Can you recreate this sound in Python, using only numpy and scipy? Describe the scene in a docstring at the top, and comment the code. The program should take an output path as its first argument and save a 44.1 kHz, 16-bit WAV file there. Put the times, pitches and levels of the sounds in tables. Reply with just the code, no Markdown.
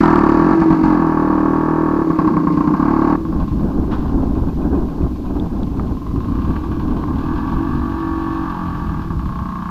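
"""In a forest clearing, a small two-stroke motorcycle rolls past close by, blips, pulls away and coasts. Then
the scene changes: the bike is far across the clearing, where it idles, revs, drops back and pulls again. There,
wind buffets the microphone, twigs and dry leaves crack nearby and thin high pips repeat for a while. Each turn
of the crank sends a gas pulse, weak where nothing burned, into resonances of silencer and tail pipe. Wind,
leaves and hiss are shaped noise; twigs are short noise bursts through a resonance."""
import sys
import numpy as np
from scipy import signal
from scipy.fft import rfft, irfft, next_fast_len
from scipy.io import wavfile
from scipy.ndimage import uniform_filter1d

SR = 44100
rng = np.random.default_rng(int(sys.argv[2]) if len(sys.argv) > 2 else 0)


def int16_out(signal):
    """Quantize to a 16-bit WAV file."""
    q = np.round(np.clip(np.atleast_2d(signal).T, -1, 1) * 32767)
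    wavfile.write(sys.argv[1], SR, q.astype(np.int16))


N = 427769
TIME = np.arange(N) / SR
FAR_FROM_S = 3.16  # from here on the bike is across the clearing
CRUISE_PER_S = 40  # reference speed, strokes per second


def from_db(db):
    """Decibels to gain."""
    return 10 ** (np.asarray(db) / 20)


def rms_one(x):
    """Scale to unit rms."""
    return x / np.sqrt(np.mean(x ** 2) + 1e-20)


def in_time(rows):
    """Each column of a breakpoint curve, read at every sample."""
    s, *columns = np.transpose(rows)
    return [np.interp(TIME, s, c) for c in columns]


def drift(rate):
    """Random wander of unit rms: straight lines between `rate` random points per second."""
    knots = rng.standard_normal(int(N / SR * rate) + 2)
    return rms_one(np.interp(TIME * rate, np.arange(len(knots)), knots))


def lagging(x, lag_s, start):
    """Follow a control sluggishly, from a starting value."""
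    r = np.exp(-1 / (lag_s * SR))
    return start + signal.lfilter([1 - r], [1, -r], x - start)


def swells(rows, edge_s):
    """Gain of events (start, length, dB) that rise, hold and fall."""
    gain = 0
    for s, length, db in rows:
        end = s + max(length, edge_s)
        corners = [s - edge_s, s + edge_s / 2, end, end + edge_s]
        gain = gain + from_db(db) * np.interp(TIME, corners, [0, 1, 1, 0])
    return gain


def colour(x, spectrum):
    """Give a sound a spectrum, drawn over log frequency; rms 1."""
    hz, db = np.transpose(spectrum)
    size = next_fast_len(N)
    bins = np.maximum(np.fft.rfftfreq(size, 1 / SR), 1)
    gain = from_db(np.interp(np.log(bins), np.log(hz), db))
    return rms_one(irfft(rfft(x, size) * gain, size)[:N])


def noise(spectrum):
    """Coloured noise of rms 1."""
    return colour(rng.standard_normal(N), spectrum)


def resonate(x, modes):
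    """Parallel resonances with alternating signs."""
    out = 0
    for k, (hz, width, db) in enumerate(modes):
        r = np.exp(-np.pi * width / SR)
        poles = [1, -2 * r * np.cos(2 * np.pi * hz / SR), r * r]
        ring = signal.lfilter([1, 0, -1], poles, x + 1e-18)
        out = out + (-1) ** k * from_db(db) * (1 - r * r) / 2 * ring
    return out


def cut(x, hz, kind, order=2):
    """Butterworth low- or high-pass."""
    return signal.sosfilt(signal.butter(order, hz, kind, fs=SR, output="sos"), x + 1e-18)


def even(x):
    """Level out the slow swell, keep the single beats."""
    power = uniform_filter1d(uniform_filter1d(x * x, size=4400), size=4400)
    return x / np.sqrt(np.maximum(power, 0) + 1e-4 * np.mean(x * x))


def echoes(x, paths):
    """The sound plus later copies of it, given as (delay s, dB)."""
    return x + sum(from_db(db) * np.interp(TIME - delay, TIME, x, left=0) for delay, db in paths)


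def forest(x, t60, wet_db):
    """Trunks scatter the sound into a thin, dying tail that starts 20 ms late."""
    t = np.arange(SR) / SR
    tail = rng.standard_normal(SR) * from_db(-60 * t / t60) * (t > .02)
    return x + from_db(wet_db) * signal.fftconvolve(x, tail / np.linalg.norm(tail))[:N]


# Spectrum of the steady hiss. Each row: frequency in Hz, relative level in dB per Hz.
HISS = [(100, 21), (2000, 5), (4500, 4.5), (7000, -3), (9000, -9.5), (12000, -4.5), (14000, -4),
        (16000, -14.5)]


def hiss():
    """A steady bed of shaped noise."""
    return from_db(-49.5) * noise(HISS)


# The breeze on the microphone. Each row: time in seconds, relative rumble level in dB.
BREEZE = [(3.2, -27), (4.2, -20), (5.0, -26), (5.6, -26.5), (6.2, -23), (7.1, -20.5), (8.3, -26.5),
          (9.3, -22), (9.7, -37)]
# The strongest gusts. Each row: start in seconds, length in seconds, relative rumble level in dB.
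GUSTS = [(3.516, 0.039, -15), (3.735, 0.021, -26), (3.81, 0.047, -19), (4.188, 0.093, -19),
         (4.414, 0.054, -30), (4.796, 0.026, -27), (5.007, 0.041, -16.5), (5.052, 0.089, -23.5),
         (6.124, 0.063, -17.5), (6.475, 0.032, -12.5), (6.7, 0.037, -17), (6.98, 0.038, -25),
         (7.054, 0.05, -21), (7.528, 0.05, -16.5), (7.698, 0.047, -16)]
# Spells of higher flutter. Each row: start in seconds, length in seconds, relative level in dB.
FLUTTERS = [(3.32, 0.11, -42), (3.57, .93, -43.5), (4.59, 0.48, -44.5), (5.24, 0.39, -41.5),
            (5.79, 0.21, -53.5), (6.84, 0.14, -46.5)]
# Faint flutter between the spells, dying down. Each row: time in seconds, relative level in dB.
CALM_FLUTTER = [(5.7, -51.5), (6.5, -52.5), (7.5, -51.5), (8, -64.5)]
# Spectra of the wind's three layers. Each row: frequency in Hz, relative level in dB per Hz.
RUMBLE = [(15, -7), (30, -15.5), (45, 2), (70, 3), (100, -5.5), (140, -4), (300, -30), (1000, -72)]
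BUFFET = [(60, 1.5), (120, -16), (170, -1.5), (290, 1), (380, -8.5), (500, -21), (1000, -23), (3000, -73.5)]
FLUTTER = [(250, -6.5), (450, 0), (800, -1), (1100, -8), (1350, -12.5), (1650, -13.5), (2000, -74),
           (5000, -67)]
EDDIES_PER_S = 14  # pace of the slow unevenness


def wind():
    """Eddies on the microphone: rumble, lumpy buffeting and, in spells, a higher flutter."""
    breeze = from_db(in_time(BREEZE)[0] + 2.5 * drift(EDDIES_PER_S))
    gusts = swells(GUSTS, edge_s=0.013) * from_db(1.0)
    rumble_db = 20 * np.log10(np.maximum(breeze, gusts))
    flutter_gain = from_db(in_time(CALM_FLUTTER)[0]) + swells(FLUTTERS, edge_s=0.021)
    flutter_db = 20 * np.log10(flutter_gain) + 2.5 * drift(EDDIES_PER_S)
    eddies = from_db(1.94 * drift(90))  # fast lumps
    rumble = from_db(rumble_db - 2.0) * even(noise(RUMBLE))
    # buffeting follows rumble and flutter halfway
    buffet = from_db((rumble_db + flutter_db) / 2 + 12.5) * even(noise(BUFFET) * eddies)
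    flutter = from_db(flutter_db + 3.5) * even(noise(FLUTTER) * eddies)
    return rumble + buffet + flutter


# A scuff in dry leaves. Each row: time in seconds, level in dB.
SCUFF = [(3.89, -76), (3.915, -27), (3.95, -29), (3.985, -37), (4.12, -42), (4.2, -85)]
# Spectrum of the leaves. Each row: frequency in Hz, relative level in dB per Hz.
LEAVES = [(500, -5), (1000, 2), (1600, -9), (2200, -22.5), (3300, -19), (4500, -27), (8000, -48),
          (15000, -57)]


def leaves():
    """Dry leaves are scuffed: noise whose level flickers fast, for a crackly grain."""
    grain = rng.standard_normal(N) * from_db(2.3 * drift(300))
    return from_db(in_time(SCUFF)[0]) * colour(grain, LEAVES)


# Snapping twigs. Each row: start in seconds, peak level in dB, resonance in Hz, its width in Hz.
TWIGS = [(5.398, -30, 3570, 250), (5.632, -32, 3500, 700), (5.796, -16, 1090, 350), (6.564, -22, 1490, 900),
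         (7.038, -16, 1010, 400)]


def twigs():
    """Each twig snaps: a burst of noise, dying within milliseconds, rings one resonance."""
    out = np.zeros(N)
    t = np.arange(SR // 10) / SR
    for s, db, hz, width in TWIGS:
        burst = rng.standard_normal(len(t)) * np.exp(-t / 0.0015)
        snap = resonate(burst, [(hz, width, 0)])
        snap = cut(snap, min(1.43 * hz, SR / 3), "low", order=3)
        start = int(s * SR)
        out[start:start + len(t)] += from_db(db) * snap / abs(snap).max()
    return out


def pips():
    """Thin pips of narrow-band noise near 2.5 kHz repeat about eight times a second."""
    times = 4.37 + .13 * np.arange(8)
    swell = from_db(-55.5) * sum(np.exp(-((TIME - s) / 0.012) ** 2) for s in times)
    band = [(2494, 79, 0)]
    return swell * rms_one(resonate(resonate(rng.standard_normal(N), band), band))


# Crankshaft speed, close by and far off. 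Each row: time in seconds, strokes per second.
SPEED_NEAR = [(0.0, 41.5), (0.076, 40.88), (0.28, 35.02), (0.515, 47.31), (0.903, 44.33), (1.048, 39.96),
              (1.286, 38.27), (1.808, 40.37), (2.078, 35.15), (2.248, 34.62), (2.407, 28.93),
              (2.646, 29.63), (2.867, 37.03), (2.994, 35.52), (3.16, 39.88)]
SPEED_FAR = [(3.16, 27.47), (3.912, 23.54), (5.038, 22.09), (5.48, 18.6), (6.155, 21.4), (6.558, 38.73),
             (6.986, 34.71), (7.697, 48.8), (7.976, 46.6), (8.393, 46.5), (8.851, 41.85), (9.249, 30.45),
             (9.7, 29.71)]


def speed():
    """Strokes per second."""
    return np.where(TIME < FAR_FROM_S, in_time(SPEED_NEAR)[0], in_time(SPEED_FAR)[0])


# On open throttle every stroke fires; coasting or idling, only every few.
# Each row: start in seconds, strokes per firing.
THROTTLE = [(0, 1), (.52, 4), (.71, 5), (.825, 1), (2.0, 3), (2.59, 2), (2.78, 1), (3.16, 2), (3.46, 3),
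            (5.23, 2), (6.19, 1), (6.54, 3), (6.89, 2), (7.06, 1), (9.0, 3), (9.24, 1)]


def strokes_per_firing():
    """The throttle setting, held until the next."""
    s, every = np.transpose(THROTTLE)
    return every[np.searchsorted(s, TIME, side="right") - 1]


def settled():
    """The burning settles: 0 while firing is ragged, towards 1 the longer the throttle stays open."""
    return lagging(1. * (strokes_per_firing() == 1), lag_s=.35, start=0.067)


def strokes():
    """The sample at which the exhaust port opens on each turn, and whether the charge burned."""
    turns = np.cumsum(speed()) / SR + .79
    far = int(FAR_FROM_S * SR)
    turns[far:] += .59 - turns[far] % 1  # the far bike starts at its own crank angle
    at = np.flatnonzero(np.diff(np.floor(turns)) > 0)
    setting = np.searchsorted(np.transpose(THROTTLE)[0], at / SR, side="right")
    since_change = np.arange(len(at)) - np.searchsorted(setting, setting)
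    return at, since_change % strokes_per_firing()[at] == 0


def pulses(at, fired, unfired_db, spread_db, jitter_s):
    """One gas pulse a stroke, at another level where nothing burned; size and timing vary at random."""
    size, late = rng.standard_normal((len(at), 2)).T
    where = np.clip(at + (late * jitter_s * SR).astype(int), 0, N - 1)
    out = np.zeros(N)
    out[where] = from_db(np.where(fired, 0, unfired_db) + spread_db * size)
    return out


def gas_rush(clicks, decay_s):
    """A dying burst of turbulence after each pulse, with the energy of the pulse."""
    r = np.exp(-1 / (decay_s * SR))
    swell = signal.lfilter([np.sqrt(1 - r * r)], [1, -r], clicks + 1e-18)
    return swell * rng.standard_normal(N)


HEAT_LIFT = 0.062  # share of pitch gained between cold and cruising


def exhaust_ring(x, modes, lift):
    """Frequent firing heats the gas, sound travels faster, and the resonances rise in pitch."""
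    firings = speed() / strokes_per_firing()
    heat = lagging(firings / CRUISE_PER_S, lag_s=0.3, start=1.74)
    # the resonances run on a clock of their own, faster when hot
    clock = np.cumsum(1 + lift * (heat - 1))
    ticks = np.arange(int(clock[-1]))
    return np.interp(clock, ticks, resonate(np.interp(ticks, clock, x), modes))


# Low exhaust resonances, tuned at cruising heat. Each row: frequency in Hz, width in Hz, level in dB.
THUMP = [(45.5, 32, -6), (166.8, 17.5, 4.5), (201.5, 33.7, -1.5)]
BOOM = [(327.3, 65.9, 8), (349.7, 24.5, -1), (498.5, 59, -14)]
CHUG = [(259, 112, 1.07)]
SILENCER = [(332.6, 13, 0)]


def low_exhaust(at, fired):
    """Firings thump in the silencer; unfired puffs gurgle and keep its cavity humming."""
    over_cruise = speed() - CRUISE_PER_S
    blows = pulses(at, fired, unfired_db=-23, spread_db=-0.4, jitter_s=.00005)
    puffs = pulses(at[~fired], fired[~fired], unfired_db=5.0, spread_db=2.4, jitter_s=.00005)
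    # the gurgle weakens as the engine speeds up
    gurgle = from_db(-15 - .5 * over_cruise) * gas_rush(puffs, decay_s=.035)
    gurgle = cut(gurgle + from_db(-17) * gas_rush(blows, decay_s=.015), 78, "high")
    flow = blows + gurgle
    thump = cut(exhaust_ring(flow, THUMP, HEAT_LIFT), 295, "low", order=4)
    # less chug once the burning settles; it carries across the clearing better than the boom
    chug_db = 4.5 - 7 * settled() + 0.18 * over_cruise + 4 * (TIME > FAR_FROM_S)
    chug = from_db(chug_db) * exhaust_ring(flow, CHUG, HEAT_LIFT)
    # ragged firings also feed the hum; the cavity cools most, so its pitch moves most
    hum_feed = puffs + from_db(-5) * (1 - settled()) * blows
    hum = from_db(5) * exhaust_ring(hum_feed, SILENCER, lift=0.14)
    boom = exhaust_ring(flow, BOOM, HEAT_LIFT) + hum - chug
    return thump, cut(cut(boom, 130, "high"), 534, "low", order=3)


# The tail pipe's own tone. 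Each row: frequency in Hz, width in Hz, level in dB.
PIPE = [(1105.6, 35, 0.011)]


def barking(at, fired, modes, top_hz):
    """Each pulse runs up and down the tail pipe, gas rushing behind; at speed more of the pipe rings."""
    late = int(.003 * SR)
    cracks = pulses(at + late, fired, unfired_db=-9, spread_db=1.2, jitter_s=.00002)
    # less turbulence once the burning settles
    rush = from_db(-3 - 12 * settled()) * gas_rush(cracks, decay_s=.03)
    returns = echoes(cracks, [(.0035, -6.5), (.0062, -4.5), (.0106, -6.5), (.0151, -4.5)])
    broad_db = 1 + 1.02 * (speed() - CRUISE_PER_S)
    ring = exhaust_ring(returns / np.sqrt(2) + rush * np.sqrt(2), modes, HEAT_LIFT)
    tone = exhaust_ring(cracks + rush / 2, PIPE, HEAT_LIFT)
    bark = from_db(broad_db) * ring + tone
    return cut(cut(bark, 550, "high", order=3), top_hz, "low", order=4)


# Bike across the clearing, upper layers. 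Each row: time in seconds, bark level in dB, clatter level in dB.
FAR = [(3.2, -36.5, -64), (3.4, -37, -55), (3.7, -46, -66), (4.2, -42.5, -65), (5.7, -48, -63),
       (6.1, -39, -61), (6.4, -34.5, -53.5), (6.9, -36.5, -54.5), (7.4, -30.5, -51.5), (7.8, -31.5, -53.5),
       (8.5, -28.5, -51.5), (9.15, -35.5, -56.5), (9.7, -29, -57)]
# Its low end. Each row: time in seconds, thump level in dB, boom level in dB.
FAR_LOW = [(3.2, -29, -23.5), (4, -30.5, -34.5), (5.8, -35.5, -33.5), (6.4, -38, -26), (7.6, -30.5, -24.5),
           (8.2, -32.5, -26.5), (8.7, -26.5, -30), (9.7, -28, -41.5)]
# Its tail pipe resonances. Each row: frequency in Hz, width in Hz, level in dB.
BARK_FAR = [(738, 143, -12.5), (853, 56, -7.5), (946, 54, -2.5), (1053, 117, -3), (1179, 83, -3),
            (1477, 116, -12.5), (1540, 130, -10), (1738, 45, -12.5), (1960, 43, -45), (2595, 30, -17)]
# Its clatter spectrum. 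Each row: frequency in Hz, relative level in dB per Hz.
CLATTER_FAR = [(1500, -6), (2200, 2.5), (2700, 5.5), (4300, -1), (6000, -15), (8500, -25), (15000, -16.5)]


def far_bike(at, fired, thump, boom):
    """Across the clearing the beats are blurred by the trees."""
    bark_db, clatter_db = in_time(FAR)
    thump_db, boom_db = in_time(FAR_LOW)
    slaps = pulses(at, fired, unfired_db=-32, spread_db=5.5, jitter_s=0.00046)
    clatter = colour(gas_rush(slaps, decay_s=0.026), CLATTER_FAR)
    bark = barking(at, fired, BARK_FAR, top_hz=1710)
    exhaust = from_db(thump_db) * even(thump) + from_db(boom_db) * even(boom)
    exhaust = exhaust + from_db(bark_db) * even(bark)
    return forest(exhaust + from_db(clatter_db) * even(clatter), t60=.4, wet_db=-5)


# Knocks of the drive taking up slack. Each row: start in seconds, level in dB.
KNOCKS = [(.833, -38.5), (2.418, -56), (2.523, -45)]
# Spectrum of engine and drive clatter close by. 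Each row: frequency in Hz, relative level in dB per Hz.
CLATTER = [(1200, -30.5), (2000, 6), (2700, -2), (3300, -12), (4500, -4.5), (5500, -13.5), (7500, -20),
           (9000, -36.5), (15000, -35)]


def knocks():
    """The drive knocks as it takes up slack: bursts of clatter noise that die away."""
    level = sum(from_db(db) * (TIME > s) * np.exp(-abs(TIME - s) / 0.033) for s, db in KNOCKS)
    return level * noise(CLATTER)


# The bike rolling past and turning away.
# Each row: time in seconds, boom level in dB, bark level in dB, clatter level in dB.
NEAR = [(0.0, -11.5, -19.5, -36), (0.08, -13.5, -16.5, -41), (0.78, -12.5, -24, -46),
        (0.93, -12.5, -21, -45), (1.03, -16, -22, -51), (1.9, -16.5, -24, -56), (2.16, -16, -27.5, -50),
        (2.19, -15, -22, -47.5), (2.47, -16.5, -25, -52), (3.13, -15, -21, -47), (3.14, -17, -25.5, -53)]
# Its tail pipe resonances. Each row: frequency in Hz, width in Hz, level in dB.
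BARK_NEAR = [(633, 190, -13.5), (800, 84, -7), (861, 26, -2.5), (954, 69, 0), (1017, 115, -5.5),
             (1226, 126, -6), (1398, 38, -11), (1537, 390, -17), (1760, 130, -15), (2400, 88, -36)]


def near_bike(at, fired, thump, boom):
    """Close by, each firing cracks, rings in the pipe and shakes the engine."""
    boom_db, bark_db, clatter_db = in_time(NEAR)
    thump_db = boom_db - 4.5 - 3 * settled()  # less thump once the burning settles
    slaps = pulses(at, fired, unfired_db=-4, spread_db=-1.0, jitter_s=0.00069)
    ticks = pulses(at, fired, unfired_db=-16, spread_db=5.0, jitter_s=0.0051)  # chain and loose parts
    rattle = gas_rush(slaps, decay_s=.024) + from_db(-7) * gas_rush(ticks, decay_s=.001)
    clatter = colour(rattle, CLATTER)
    bark = barking(at, fired, BARK_NEAR, top_hz=2000)
    exhaust = from_db(thump_db) * even(thump) + from_db(boom_db) * even(boom)
    exhaust = exhaust + from_db(bark_db) * even(bark)
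    return forest(exhaust + from_db(clatter_db) * even(clatter), t60=0.44, wet_db=-11)


def scene():
    """The bike close by, then far off in the wind, over a steady hiss."""
    at, fired = strokes()
    thump, boom = low_exhaust(at, fired)
    far = np.clip((TIME - FAR_FROM_S) / 0.0012, 0, 1)
    close = near_bike(at, fired, thump, boom) + knocks()
    distant = far_bike(at, fired, thump, boom) + wind() + leaves() + twigs() + pips()
    return ((1 - far) * close + far * distant + hiss())[None]


def record(dry):
    """The highest peaks overload, and a steep low-pass cuts the top."""
    clipped = np.clip(dry, -.95, .95)
    return signal.sosfilt(signal.cheby2(16, 70, 16200, fs=SR, output="sos"), clipped)


dry = scene()
out = record(dry)
int16_out(out)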